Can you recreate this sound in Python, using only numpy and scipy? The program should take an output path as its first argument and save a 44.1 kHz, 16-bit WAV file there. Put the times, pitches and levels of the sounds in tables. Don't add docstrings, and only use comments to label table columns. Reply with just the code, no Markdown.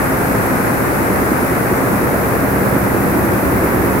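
import sys
import numpy as np
from scipy import signal
from scipy.fft import rfft, irfft
from scipy.io import wavfile
from scipy.ndimage import uniform_filter1d, map_coordinates

SR = 44100
rng = np.random.default_rng(int(sys.argv[2]) if len(sys.argv) > 2 else 0)


def bounce(signal):
    frames = np.transpose(np.atleast_2d(signal))
    limited = np.clip(frames, -1, 1)
    pcm = np.round(limited * 32767).astype(np.int16)
    wavfile.write(sys.argv[1], SR, pcm)


N = 176400

# start_s (within the turn), level_db, decay_s
TURN_BLOWS = [(.002, 0, .013), (.015, 0, .014), (.029, -1.5, .015), (.047, -6, .016)]
# frequency_hz, gain_db
FRAME_RESPONSE = [(25, -38), (45, -11), (60, -6.5), (110, 0), (160, -3), (270, 1.5), (350, 0), (420, -5.5),
                  (530, -5), (680, -20.5), (1100, -31.5), (2500, -42.5)]
# time_s, level_db
STROKE_LEVEL = [(0, -28), (.8, -27), (1.1, -24.3), (1.5, -23), (2.2, -23.5), (2.8, -25), (3.4, -27),
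                (4, -27)]
# time_s, level_db
WORKS_LEVEL = [(0, -25.5), (.8, -25), (1.3, -25.5), (1.8, -25), (2.3, -24.5), (2.8, -21.5), (3.3, -20),
               (4, -19.5)]
# pitch_hz, width_hz, nearest_s, half_passing_s, level_db
PANEL_RESONANCES = [(170, 100, .15, .6, -29.5), (527, 280, 2.47, 0.57, -27), (214, 107, 3.3, 0.95, -32),
                    (345, 145, 3.55, .6, -25), (92.5, 40, 3.7, 1.2, -28.5)]
# frequency_hz, gain_db
FLOOR_RESPONSE = [(30, -16), (60, -5), (85, -5), (120, -24), (300, -53)]
# time_s, gain_db
FLOOR_GAIN = [(0, -13), (2.8, -22), (3.3, -8), (3.6, 7), (4, -16)]
# start_s, level_db
CLATTER_PEAKS = [(.122, -15), (.349, -11), (.534, -9), (.594, -12), (.697, -14), (.920, -14.5),
                 (1.007, -13), (1.100, -13), (1.229, -13), (1.316, -17), (1.424, -14), (1.518, -12),
                 (1.717, -14), (1.911, -13), (1.942, -15), (2.130, -10), (2.426, -13), (2.556, -11),
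                 (2.633, -16), (2.762, -9), (2.944, -12), (3.189, -9), (3.463, -9), (3.640, -10),
                 (3.749, -12), (3.862, -11), (3.947, -15)]
# pitch_hz, level_db, t60_s
FRAME_MODES = [(165, -10.5, 0.069), (219.5, -4, 0.068), (267, -0.5, 0.087), (347.4, -1, .07),
               (422, -2, 0.038), (502, -2, 0.033)]
# frequency_hz, gain_db
ROAR_SPECTRUM = [(20, -21), (33, -11), (48, -14), (60, -8.5), (110, -1), (160, -1.5), (270, -2),
                 (420, -1.6), (560, -2.5), (670, -3.5), (1000, -5), (1500, -6), (2000, -10.5),
                 (2500, -17.5), (2800, -24.5), (3200, -33), (4500, -36)]
# frequency_hz, correlation
ROAR_LIKENESS = [(30, 0.78), (70, 0.47), (300, 0.55), (480, 0.39), (700, 0.28), (1000, 0.09),
                 (1400, -0.072), (3000, -0.025)]
# frequency_hz, left_over_right_db
ROAR_LEAN = [(300, -0.3), (800, 0.2), (1600, 1.5), (2500, 2)]
# pitch_hz, start_level_db, end_level_db
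SHAFT_TONES = [(59.46, -38, -38), (99.7, -39, -38), (129.4, -33.5, -33), (176.9, -38.5, -39.5),
               (262.8, -41, -31.5), (267, -30, -36.5), (284.5, -40, -36.5)]
# time_s, level_db
DRONE_LEVEL = [(0, -32), (1.2, -29), (1.5, -44), (1.7, -28.5), (2.4, -30), (2.85, -26), (3.2, -27.5),
               (3.6, -33), (4, -32)]
# frequency_hz, left_db, right_db
AIR_SPECTRUM = [(1500, -34, -20), (3230, -13, -15), (4400, -11, -10), (7240, -8, -9.5), (7950, -6.7, -5.5),
                (9660, -2.5, -4.5), (10640, -1.5, 1), (11500, 0, 2.5), (13100, -0.7, -2), (14000, -3, -3),
                (16000, -5.5, -7)]
# time_s, left_over_right_db
MIC_TURN = [(0, 0.23), (1.2, 0.38), (2.2, -0.23), (4, -0.89)]
# frequency_hz, gain_db
LOOM_SHADE = [(700, 0), (1800, -1), (3000, -1), (5500, -1.2), (8500, -2.5), (11000, -0.5), (15000, 1.5)]

TURN_HZ, FIRST_TURN_S, NEAR_LIKENESS = 9.83, .078, .85
BLOW_JITTER_S, BLOW_SCATTER_DB = .0003, 1.06


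def near_loom():
    thumps = level(colour(stereo(strokes(), NEAR_LIKENESS), FRAME_RESPONSE), 0)
    rumble = level(colour(stereo(works(), NEAR_LIKENESS), FRAME_RESPONSE), 0)
    body = thumps * undb(curve(STROKE_LEVEL)) + rumble * undb(curve(WORKS_LEVEL))
    boom = undb(curve(FLOOR_GAIN)) * equalise(body, by_hz(FLOOR_RESPONSE))
    return body + boom + panels(stereo(works(), NEAR_LIKENESS))


def strokes(rattle_share=.4):
    t = np.arange(N) / SR
    rings, shake = 0, 0
    for start_s, db, decay_s in TURN_BLOWS:
        pushes = undb(db) * strikes(TURN_HZ, FIRST_TURN_S + start_s, BLOW_JITTER_S, BLOW_SCATTER_DB)
        fade = np.exp(-t / decay_s)
        rings = rings + ring(pushes, fade * rng.standard_normal((2, N)))
        shake = shake + ring(pushes ** 2, fade ** 2)
    rattle = np.sqrt(abs(shake)) * rng.standard_normal((2, N))
    return np.sqrt(1 - rattle_share) * level(flatten(rings), 0) + np.sqrt(rattle_share) * level(rattle, 0)


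def works(count=9, decay_s=.04):
    fade = np.exp(-np.arange(N) / SR / decay_s)
    taps = 0
    for k in range(count):
        first_s = (k + rng.random()) / count / TURN_HZ
        pushes = strikes(TURN_HZ, first_s, jitter_s=.0015, scatter_db=1)
        taps = taps + ring(pushes, fade * rng.standard_normal((2, N)))
    return flatten(taps)


def panels(taps):
    t, f = np.arange(N) / SR, np.fft.rfftfreq(N, 1 / SR) + 1
    out = 0
    for hz, width_hz, nearest_s, half_passing_s, db in PANEL_RESONANCES:
        resonance = 1 / (1 + 1j * (f ** 2 - hz ** 2) / (f * width_hz))
        ringing = irfft(rfft(taps) * resonance ** 2, N)
        out = out + level(ringing, db) / (1 + ((t - nearest_s) / half_passing_s) ** 2)
    return out


def clatter_peaks(attack_s=.0029, pitch_spread=.044, mix_spread_db=1.5):
    t = np.arange(SR // 10) / SR
    hz, mode_db, t60_s = np.array(FRAME_MODES).T[:, :, None]
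    out = np.zeros(N + len(t))
    for start_s, db in CLATTER_PEAKS:
        detune, mix, phase = rng.standard_normal((3, len(hz), 1))
        swing = np.sin(2 * np.pi * (hz * (1 + pitch_spread * detune) * t + phase))
        modes = undb(mode_db + mix_spread_db * mix) * np.exp(-np.log(1000) * t / t60_s) * swing
        low_ring = modes.sum(0) * (1 - np.exp(-t / attack_s))
        start = int(start_s * SR)
        out[start:start + len(t)] += undb(db) * low_ring / abs(low_ring).max()
    return out[:N]


def distant_looms(count=24, speed_spread=.035, clack_s=.0038, direct_db=-9, hall_t60_s=1.27):
    t = np.arange(N) / SR
    direct = level(np.exp(-t / clack_s), direct_db)
    echo = level(np.exp(-np.log(1000) * t / hall_t60_s), 0)
    fade = np.hypot(direct, echo)
    clatter = 0
    for _ in range(count):
        hz = TURN_HZ * (1 + speed_spread * rng.standard_normal())
        pushes = strikes(hz, rng.random() / hz, jitter_s=.0005, scatter_db=BLOW_SCATTER_DB)
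        clatter = clatter + ring(pushes, fade * rng.standard_normal((2, N)))
    roar = colour(stereo(flatten(clatter), by_hz(ROAR_LIKENESS)), ROAR_SPECTRUM)
    lean_db = by_hz(ROAR_LEAN)
    return level(equalise(roar, np.array([lean_db, -lean_db]) / 2), db=-16.5)


def drives(drone_hz=196.6):
    shafts = sum(level(hum_tone(hz), np.linspace(start_db, end_db, N))
                 for hz, start_db, end_db in SHAFT_TONES)
    return shafts + level(hum_tone(drone_hz), curve(DRONE_LEVEL))


def hum_tone(hz, waver_db=1.5, waver_rad=.36):
    phase = 2 * np.pi * (hz * np.arange(N) / SR + rng.random()) + waver_rad * wander(2.62)
    swell = undb(waver_db * wander(2.82))
    return swell * np.sin(phase + waver_rad * np.array([wander(1.98), wander(1.97)]))


def air_jets():
    hz, *sides = np.array(AIR_SPECTRUM).T
    hiss = np.array([colour(rng.standard_normal(N), np.c_[hz, db]) for db in sides])
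    return level(hiss, db=-28)


def strikes(rate_hz, first_s, jitter_s, scatter_db):
    timing, strength = rng.standard_normal((64, 2)).T
    turns = np.arange(len(timing)) - N / SR * 5
    at = np.round((turns / rate_hz + first_s + jitter_s * timing) * SR).astype(int) + N
    inside = (at >= 0) & (at < 2 * N)
    return np.bincount(at[inside], undb(scatter_db * strength[inside]), 2 * N)


def ring(pushes, response):
    return irfft(rfft(pushes) * rfft(response, 2 * N))[..., N:]


def flatten(x, bins=240):
    spectrum = rfft(x)
    return irfft(spectrum / np.sqrt(uniform_filter1d(abs(spectrum) ** 2, bins, axis=-1)), N)


def colour(x, rows):
    cepstrum = irfft(np.log(undb(by_hz(rows))), N)
    fold = np.r_[1, np.full(N // 2 - 1, 2), np.zeros(N - N // 2)]
    return irfft(rfft(x) * np.exp(rfft(cepstrum * fold)), N)


def equalise(x, gain_db):
    return irfft(rfft(x) * undb(gain_db), N)


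def stereo(pair, likeness):
    mid, side = rfft(pair[0]) * np.sqrt(1 + likeness), rfft(pair[1]) * np.sqrt(1 - likeness)
    return irfft(np.array([mid + side, mid - side]), N)


def wander(rate_hz):
    return map_coordinates(rng.standard_normal(256), [np.arange(N) / SR * rate_hz], mode="mirror")


def curve(rows):
    return np.interp(np.arange(N) / SR, *np.array(rows).T)


def by_hz(rows):
    hz, value = np.array(rows).T
    return np.interp(np.log(np.fft.rfftfreq(N, 1 / SR) + 1), np.log(hz), value)


def level(x, db):
    return x * undb(db) / np.sqrt(np.mean(x ** 2))


def undb(db):
    return 10 ** (np.asarray(db) / 20)


def scene(sink_start_s=.55, sink_end_s=2.8):
    machines = near_loom() + clatter_peaks() + distant_looms() + drives()
    lean_db = curve(MIC_TURN)
    hall = machines * undb(np.array([lean_db, -lean_db]) / 2) + air_jets()
    sunk = curve([(sink_start_s, 0), (sink_end_s, 1)])
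    return (1 - sunk) * hall + sunk * equalise(hall, by_hz(LOOM_SHADE))


def record(dry):
    ceiling, top_hz = .85, 15750
    rounded = dry / (1 + (dry / ceiling) ** 8) ** (1 / 8)
    return signal.sosfilt(signal.ellip(12, .1, 80, top_hz, fs=SR, output="sos"), rounded)


dry = scene()
out = record(dry)
bounce(out)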